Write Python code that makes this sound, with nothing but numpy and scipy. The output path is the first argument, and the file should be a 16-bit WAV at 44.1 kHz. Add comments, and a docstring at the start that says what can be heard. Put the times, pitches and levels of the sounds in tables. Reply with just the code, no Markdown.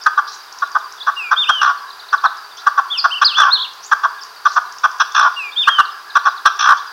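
"""A ground bird clucks harshly in an open field, in pairs and in rattles, just overloading the microphone. Its
voice is a source and a filter: uneven membrane slaps ring the throat, and turbulent air adds a rasp. A lark
whistles arched, nearly pure tones, and small birds chirp, tick and buzz further off; all of these sound again,
the same, 4.2 s later. The field scatters the calls back, over a thin twitter and a faint hiss."""
import sys
import numpy as np
from scipy import signal
from scipy.fft import rfft, irfft
from scipy.io import wavfile
from scipy.ndimage import uniform_filter1d, map_coordinates

SR = 44100
rng = np.random.default_rng(int(sys.argv[2]) if len(sys.argv) > 2 else 0)


def write(x):
    x = np.atleast_2d(x).T
    wavfile.write(sys.argv[1], SR, np.round(np.clip(x, -1, 1) * 32767).astype(np.int16))


N = 305172
TIME = np.arange(N) / SR

# spectrum of the background air: frequency_hz, relative_density_db
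AIR_SPECTRUM = [(30, -30), (240, -25), (310, -21), (410, -9.5), (560, -16.5), (800, -4), (1200, -1),
                (1750, -7), (2100, -13.5), (3200, -14), (4200, -15), (4780, -4.5), (5200, -14.5),
                (5900, -16.5), (7600, -25.5), (15500, -24.5)]
# bands of far-off birds: centre_hz, width_hz, level_db
CHORUS_BANDS = [(1035, 87, -43), (1397, 150, -46), (1644, 90, -45.5), (3870, 320, -57)]
# falling chirps: start_s, length_s, middle_hz, level_db
CHIRPS = [(0.009, 0.032, 4990, -33), (1.65, 0.0198, 4140, -31.5), (2.251, 0.029, 3950, -26),
          (2.974, .035, 4785, -15)]
# dry ticks: time_s, level_db
TICKS = [(0.038, -28), (.527, -30.5), (0.588, -29), (.675, -40), (.718, -34), (.788, -37), (.925, -30.5),
         (.967, -42), (2.372, -38), (3.737, -38)]
# buzzy notes: start_s, length_s, centre_hz, width_hz, level_db
BUZZES = [(0.26, 0.11, 4970, 2300, -37), (2.567, 0.015, 5964, 700, -39.5), (2.568, 0.047, 3640, 592, -39.5),
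          (2.572, .036, 5070, 1187, -42.5), (3.819, 0.054, 6180, 1100, -37.5)]
# the lark's arches (bow under 1 is pointed, over 1 flat-topped; top_db precedes the beak resonance):
# start_s, rise_s, fall_s, first_hz, top_hz, last_hz, bow, top_db
LARK_NOTES = [(1.162, .033, 0.11, 2820, 2798, 2326, .5, -22),
              (1.316, 0.019, .012, 3253, 3680, 3470, 1.4, -32),
              (1.362, 0.031, 0.057, 3170, 3625, 2315, 3.13, -13),
              (1.453, 0.054, 0.12, 2400, 3274, 2756, 1.3, -18),
              (2.899, 0.025, 0.069, 3260, 3587, 2387, .85, -16.5),
              (3.1, 0.03, .016, 2510, 3180, 2712, 1.092, -18),
              (3.143, 0.017, 0.032, 2660, 3020, 2550, 2.2, -23),
              (3.239, 0.016, .08, 3710, 5180, 2520, .62, -4.5),
              (3.336, .046, 0.061, 2573, 3467, 2445, 5.5, -16),
              (3.502, 0.037, 0.034, 3490, 4354, 3380, 0.88, -10.5),
              (3.575, .05, .042, 3300, 3750, 2430, 1.5, -19.5)]

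# the ground bird's throat resonances at the neutral voicing: centre_hz, width_hz, gain_db
THROAT_MODES = [(700, 154, -16), (872.5, 130, -9.5), (1169.6, 131.5, 10), (1339, 190, -4.5),
                (1514, 217, 5.5), (1639, 55, -13), (1698, 110, -24)]
NEUTRAL_HZ = 1290  # a voicing above this raises and brightens the throat resonances
# upper resonances that the rasp excites: centre_hz, width_hz, gain_db
RASP_MODES = [(2644, 890, -2), (3380, 370, 7), (3950, 250, -4.5), (5440, 340, 3), (5873, 350, 3)]
# double clucks (here and below, levels and rasps are relative from call to call):
# start_s, gap_s, length_s, level_db, second_level_db, rasp_db, voicing_hz, swell_db
CLUCK_PAIRS = [(0.06, .114, 0.024, -6.5, -9.5, -29, 1342, -7.5),
               (.619, .129, 0.022, -12.5, -10.5, -32, 1255, 4),
               (2.125, 0.11, .028, -9, -8.5, -28, 1274, 3.5),
               (2.664, 0.11, 0.025, -7, -8.5, -29.5, 1295, -3),
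               (3.912, 0.12, 0.028, -7.5, -10.5, -26, 1320, 5),
               (4.452, .108, 0.025, -7, -9, -25.5, 1270, 0.5),
               (5.672, 0.11, 0.025, -5.5, -5.5, -27, 1403, 3),
               (6.151, .101, .031, -7, -8.5, -23.5, 1276, 0.5)]
# hard single clucks before a rattle: start_s, length_s, level_db, rasp_db, swell_db, voicing_hz
LEAD_INS = [(1.066, 0.038, -11.5, -28.5, 0, 1210), (1.31, 0.038, -9.5, -27, -5, 1253),
            (1.488, .023, -8, -20, 3, 1258), (3.04, .027, -8, -25.5, 0, 1234),
            (3.214, 0.028, -8, -17.5, -10, 1312), (4.834, .033, -8.5, -23.5, 0.5, 1213),
            (4.998, 0.032, -9.5, -15.5, -5.5, 1315), (6.453, .036, -6, -18.5, -9.5, 1290)]
# long, beating calls: start_s, length_s, level_db, rasp_db, swell_db, voicing_hz
RATTLES = [(1.612, .11, -11.3, -22, -1.5, 1290), (3.367, .14, -10, -21, -1, 1297),
           (5.145, .14, -10, -18.5, 5, 1262), (6.59, .15, -9, -18.5, 10.5, 1359)]


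def undb(db):
    """Decibels to amplitude ratio."""
    return 10 ** (np.asarray(db) / 20)


def unit(x):
    """Normalisation to rms 1."""
    return x / np.sqrt(np.mean(x ** 2) + 1e-18)


def add(track, start_s, sound):
    """Superposition: a sound sums into a track from its start on."""
    i = max(int(start_s * SR), 0)
    track[i:i + len(sound)] += sound[:N - i]


def band(x, low_hz, high_hz, order=2):
    """Butterworth band-pass filtering."""
    return signal.sosfilt(signal.butter(order, [low_hz, high_hz], "bandpass", fs=SR, output="sos"), x)


def resonate(x, hz, width_hz):
    """Resonance: two like resonators in cascade, with gain 1 at the centre."""
    peak = signal.iirpeak(hz, hz / width_hz, fs=SR)
    return signal.lfilter(*peak, signal.lfilter(*peak, x))


def wander(rate_hz, size):
    """Random modulation: smoothed noise of spread near 1."""
    hold = int(SR / rate_hz)
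    steps = np.repeat(rng.standard_normal(size // hold + 1), hold)
    return 1.3 * uniform_filter1d(uniform_filter1d(steps, hold), hold)[:size]


def bend(x, speed):
    """Time warping slides all frequencies of a sound together."""
    return map_coordinates(x, [np.cumsum(speed)], order=3, mode="mirror")


def air(level_db=-40):
    """Spectrally shaped noise: the steady hiss of open air."""
    hz, db = np.transpose(AIR_SPECTRUM)
    colour = undb(np.interp(np.log(np.fft.rfftfreq(N, 1 / SR) + 1), np.log(hz), db))
    return undb(level_db) * unit(irfft(rfft(rng.standard_normal(N)) * colour, N))


def far_chorus(flicker_db=5.5):
    """Amplitude-modulated noise bands: far-off birds merge into a flickering blur."""
    out = np.zeros(N)
    for hz, width_hz, db in CHORUS_BANDS:
        blur = band(rng.standard_normal(N), hz - width_hz / 2, hz + width_hz / 2)
        out += undb(db) * unit(blur * undb(flicker_db * wander(16, N)))
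    return out


def air_absorption(x, cutoff_hz):
    """Absorption over distance takes the treble off a sound."""
    return signal.sosfilt(signal.butter(7, cutoff_hz, fs=SR, output="sos"), x)


def with_scatter(x, near_db, near_t60_s, far_db, far_t60_s, build_s=0.0035):
    """Scattering: decaying echoes from near grass and bushes and the far slope join the direct sound."""
    t = TIME[:2 * SR]
    response = np.zeros(len(t))
    for db, t60_s in ((near_db, near_t60_s), (far_db, far_t60_s)):
        envelope = undb(-60 * t / t60_s) * (1 - np.exp(-t / build_s))
        response += undb(db) * unit(rng.standard_normal(len(t)) * envelope) / np.sqrt(len(t))
    return x + signal.fftconvolve(x, response)[:N]


def whistle(hz, waver=0.0041, second_db=-19, third_db=-31):
    """Nearly sinusoidal oscillation with faint harmonics; the second weakens on high notes."""
    phase = 2 * np.pi * np.cumsum(hz * (1 + waver * wander(330, len(hz)))) / SR
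    octave_db = second_db - 36 * np.log2(np.maximum(hz / 2400, 1))
    overtones = undb(octave_db) * np.sin(2 * phase) + undb(third_db) * np.sin(3 * phase)
    return np.sqrt(2) * (np.sin(phase) + overtones)


def glide(length_s, first_hz, middle_hz, last_hz, db):
    """Frequency modulation: a short whistle follows a parabola through three pitches."""
    progress = np.linspace(0, 1, int(length_s * SR))
    hz = np.polyval(np.polyfit([0, .5, 1], [first_hz, middle_hz, last_hz], 2), progress)
    return undb(db) * whistle(hz) * np.sin(np.pi * progress)


def chirp(length_s, hz, db, fall=0.163):
    """A linear sweep, from a fraction above the middle pitch to as far below it."""
    return glide(length_s, hz * (1 + fall), hz, hz * (1 - fall), db)


def twitter(count=135, length_s=.024, level_db=-43, spread_db=5, pitch_hz=4750):
    """Jittered sweeps: tiny falling notes of far-off songbirds, every third from a lower voice."""
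    out = np.zeros(N)
    for k, (when, detune, drop, strength) in enumerate(rng.uniform(-1.1, 1, (count, 4))):
        voice_ratio, voice_db = (.8, -2) if k % 3 == 0 else (1, 0)
        hz = voice_ratio * pitch_hz * (1 + .07 * detune)
        note = chirp(length_s, hz, level_db + voice_db + spread_db * strength, fall=.07 + .04 * drop)
        add(out, (k + .5 + when / 2) / count * N / SR, note)
    return out


def buzz(length_s, hz, width_hz, db, climb=0.27):
    """Fast amplitude modulation roughens a band of noise as it climbs in pitch."""
    size = int(length_s * SR)
    noise = band(rng.standard_normal(size), hz - width_hz / 2, hz + width_hz / 2, order=4)
    rough = noise * undb(4.4 * wander(113, size))
    rising = bend(rough, 1 + climb * np.linspace(-.5, .5, size))
    return undb(db) * unit(rising * signal.windows.tukey(size, .5))


def small_birds(run_start_s=1.9, run_step_s=.0915):
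    """Sweeps and noise bands further out: chirps, an even run of them, a scoop, ticks and buzzes."""
    out = np.zeros(N)
    for start_s, *note in CHIRPS:
        add(out, start_s, chirp(*note))
    for k in range(4):
        add(out, run_start_s + k * run_step_s, chirp(length_s=0.0159, hz=3950, db=-33.5))
    scoop = glide(length_s=.045, first_hz=4500, middle_hz=3440, last_hz=5270, db=-28)
    add(out, .996, scoop)
    for time_s, db in TICKS:  # an upward flick this fast is heard as a tick
        add(out, time_s - .003, glide(0.00496, 5150, 5580, 7550, db))
    for start_s, *note in BUZZES:
        add(out, start_s, buzz(*note))
    return out


def repeated(song, period_s=4.198):
    """Repetition: the song sounds again one period later."""
    out = song.copy()
    add(out, period_s, song)
    return out


def arch(rise_s, fall_s, first_hz, top_hz, last_hz, bow):
    """The pitch contour of a note: a cosine-power rise and a power-law fall."""
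    up = np.cos(np.linspace(0, np.pi / 2, int(rise_s * SR))) ** (2 * np.sqrt(bow))
    down = np.linspace(0, 1, int(fall_s * SR)) ** bow
    return top_hz + np.concatenate([(first_hz - top_hz) * up, (last_hz - top_hz) * down])


def beak_gain(hz, centre_hz=4360, width_hz=150, peak_db=8):
    """Resonance: the whistle blooms where its pitch crosses that of the beak."""
    return undb(peak_db / (1 + ((hz - centre_hz) / (width_hz / 2)) ** 2))


def lark(db_per_octave=25, fade_db=1, slur_s=.009, attack_s=0.01, ceiling_db=-6.5,
         quaver_start_s=3.573, quaver_rate_hz=54, quaver_depth_hz=330):
    """Pitch and level rise together with pressure in slurred, arched notes; the last one quavers."""
    pitch, singing, gain = np.zeros((3, N))
    for start_s, rise_s, fall_s, first_hz, top_hz, last_hz, bow, db in LARK_NOTES:
        hz = arch(rise_s, fall_s, first_hz, top_hz, last_hz, bow)
        air_spent = np.maximum(TIME[:len(hz)] - rise_s, 0) / fall_s
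        add(pitch, start_s, hz)
        add(singing, start_s, np.ones(len(hz)))
        add(gain, start_s, undb(db + db_per_octave * np.log2(hz / top_hz) - fade_db * air_spent))
    pitch, singing, gain = uniform_filter1d(np.array([pitch, singing, gain]), int(slur_s * SR))
    quaver = np.sin(2 * np.pi * quaver_rate_hz * np.maximum(TIME - quaver_start_s, 0))
    hz = pitch / np.maximum(singing, 1e-6) - quaver_depth_hz * quaver
    pole = np.exp(-1 / (attack_s * SR))
    build_up = signal.lfilter([1 - pole], [1, -pole], singing)
    return np.minimum(gain * build_up * beak_gain(hz), undb(ceiling_db)) * whistle(hz)


def syrinx(size, pulse_hz=310, jitter=0.19, shimmer_db=5.0, turbulence=0.036):
    """Impulse excitation: membrane slaps, uneven in spacing and strength, with a little air noise."""
    spacing, strength = rng.standard_normal((120, 2)).T
    periods = np.cumsum(np.exp(jitter * spacing)) - 1
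    at = np.maximum(periods * SR / pulse_hz, 0).astype(int)
    slaps = np.zeros(size)
    slaps[at[at < size]] = undb(shimmer_db * strength[at < size])
    return slaps + turbulence * rng.standard_normal(size)


def throat(size, voicing_hz):
    """Formant filtering: slaps ring the throat; a higher voicing (a wider beak) favours upper modes."""
    run_in = SR // 50
    slaps = syrinx(size + 2 * run_in)
    tilt_db_per_octave = 2.5 * (voicing_hz - NEUTRAL_HZ) / 60
    tone = 0
    for k, (hz, width_hz, db) in enumerate(THROAT_MODES):
        gain = undb(db + tilt_db_per_octave * np.log2(hz / NEUTRAL_HZ))
        tone += (-1) ** k * gain * resonate(slaps, hz, width_hz)
    return tone[run_in:]


def rasp(size, leak=0.0056):
    """Turbulence: air tearing past the membranes excites the upper resonances."""
    noise = rng.standard_normal(size)
    rung = sum(undb(db) * resonate(noise, hz, width_hz) for hz, width_hz, db in RASP_MODES)
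    return band(rung + leak * noise, low_hz=2350, high_hz=6200, order=8)


def saturate(x):
    """Saturation: the membranes swing only so far, so slow swells level out and roughness stays."""
    power = uniform_filter1d(uniform_filter1d(unit(x) ** 2, size=150), size=150)
    return unit(x / np.sqrt(power + .08))


def cluck(length_s, rasp_db, swell_db, voicing_hz,
          attack_s=0.0093, release_s=0.012, ring_s=0.0055, flutter_hz=61, rasp_boost_db=5):
    """Source and filter under one push of air; deep modulation breaks a long push into a rattle."""
    t = np.arange(int((length_s + .03) * SR)) / SR
    progress = np.minimum(t / length_s, 1)
    beat_phase = 2 * np.pi * (flutter_hz * (t - 0.0069) + 0.054 * wander(44.8, len(t)))
    if length_s > .07:  # a rattle, whose beats finally run together into a falling croak
        croak = progress ** 4
        flutter_db, rasp_fade_db = 7 * (1 - croak), -16
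    else:
        croak, flutter_db, rasp_fade_db = 0, 2.03, -10
    push = np.clip(t / attack_s, 0, 1) ** 2 * np.clip((length_s + attack_s / 2 - t) / release_s, 0, 1)
    push *= undb(flutter_db * (np.cos(beat_phase) + .2 * wander(60, len(t))))
    envelope = signal.lfilter([1], [1, -np.exp(-2 / (ring_s * SR))], push)
    # the resonances sink through the call, and again within every beat
    sag = 1 + 0.0428 * (.5 - progress) - 0.0165 * np.sin(beat_phase) - 0.057 * croak
    tone = bend(throat(len(t), voicing_hz), sag * (voicing_hz / NEUTRAL_HZ) ** 0.292)
    tone = saturate(tone) * envelope * undb(swell_db * progress)
    tone = band(tone, low_hz=650, high_hz=1850, order=7)
    edge = saturate(bend(rasp(len(t)), sag)) * envelope * undb(rasp_fade_db * progress)
    edge = np.roll(edge, int(.001 * SR))  # the rasp lags the tone
    return (unit(tone) + undb(rasp_db + rasp_boost_db) * unit(edge)) * np.sqrt(length_s / t[-1])


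def ground_bird(gain_db=-0.33, early_s=.0052):
    """Pulsed airflow makes double clucks, single ones and rattles."""
    out = np.zeros(N)
    # each call starts a few milliseconds early, so its soft onset swells into the listed time
    for start_s, gap_s, length_s, db, second_db, rasp_db, voicing_hz, swell_db in CLUCK_PAIRS:
        # the second cluck is longer, smoother and lower
        second = cluck(length_s * 1.234, rasp_db - 2, swell_db, voicing_hz * 0.94)
        first = cluck(length_s, rasp_db, swell_db, voicing_hz)
        add(out, start_s - early_s, undb(db) * first)
        add(out, start_s + gap_s - early_s, undb(second_db) * second)
    for start_s, length_s, db, *voice in LEAD_INS + RATTLES:
        add(out, start_s - early_s, undb(db) * cluck(length_s, *voice))
    return undb(gain_db) * out


def scene():
    """Superposition of three kinds of bird, direct and scattered, over the air and the far chorus."""
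    clucks = with_scatter(ground_bird(), near_db=-12.5, near_t60_s=0.5, far_db=-16, far_t60_s=0.75)
    song = air_absorption(repeated(lark()), cutoff_hz=8500)
    song = with_scatter(song, near_db=-13.5, near_t60_s=0.53, far_db=-13, far_t60_s=0.33)
    others = air_absorption(repeated(small_birds()) + twitter(), cutoff_hz=9000)
    others = with_scatter(others, near_db=-7, near_t60_s=0.22, far_db=-9, far_t60_s=0.8)
    return (clucks + song + others + air() + far_chorus())[None]


def record(dry):
    """Overload and band limiting: the loudest peaks clip at full scale, and the top is cut."""
    low_pass = signal.ellip(10, .1, 60, 15850, fs=SR, output="sos")
    return signal.sosfilt(low_pass, np.clip(dry, -1, 1))


dry = scene()
out = record(dry)
write(out)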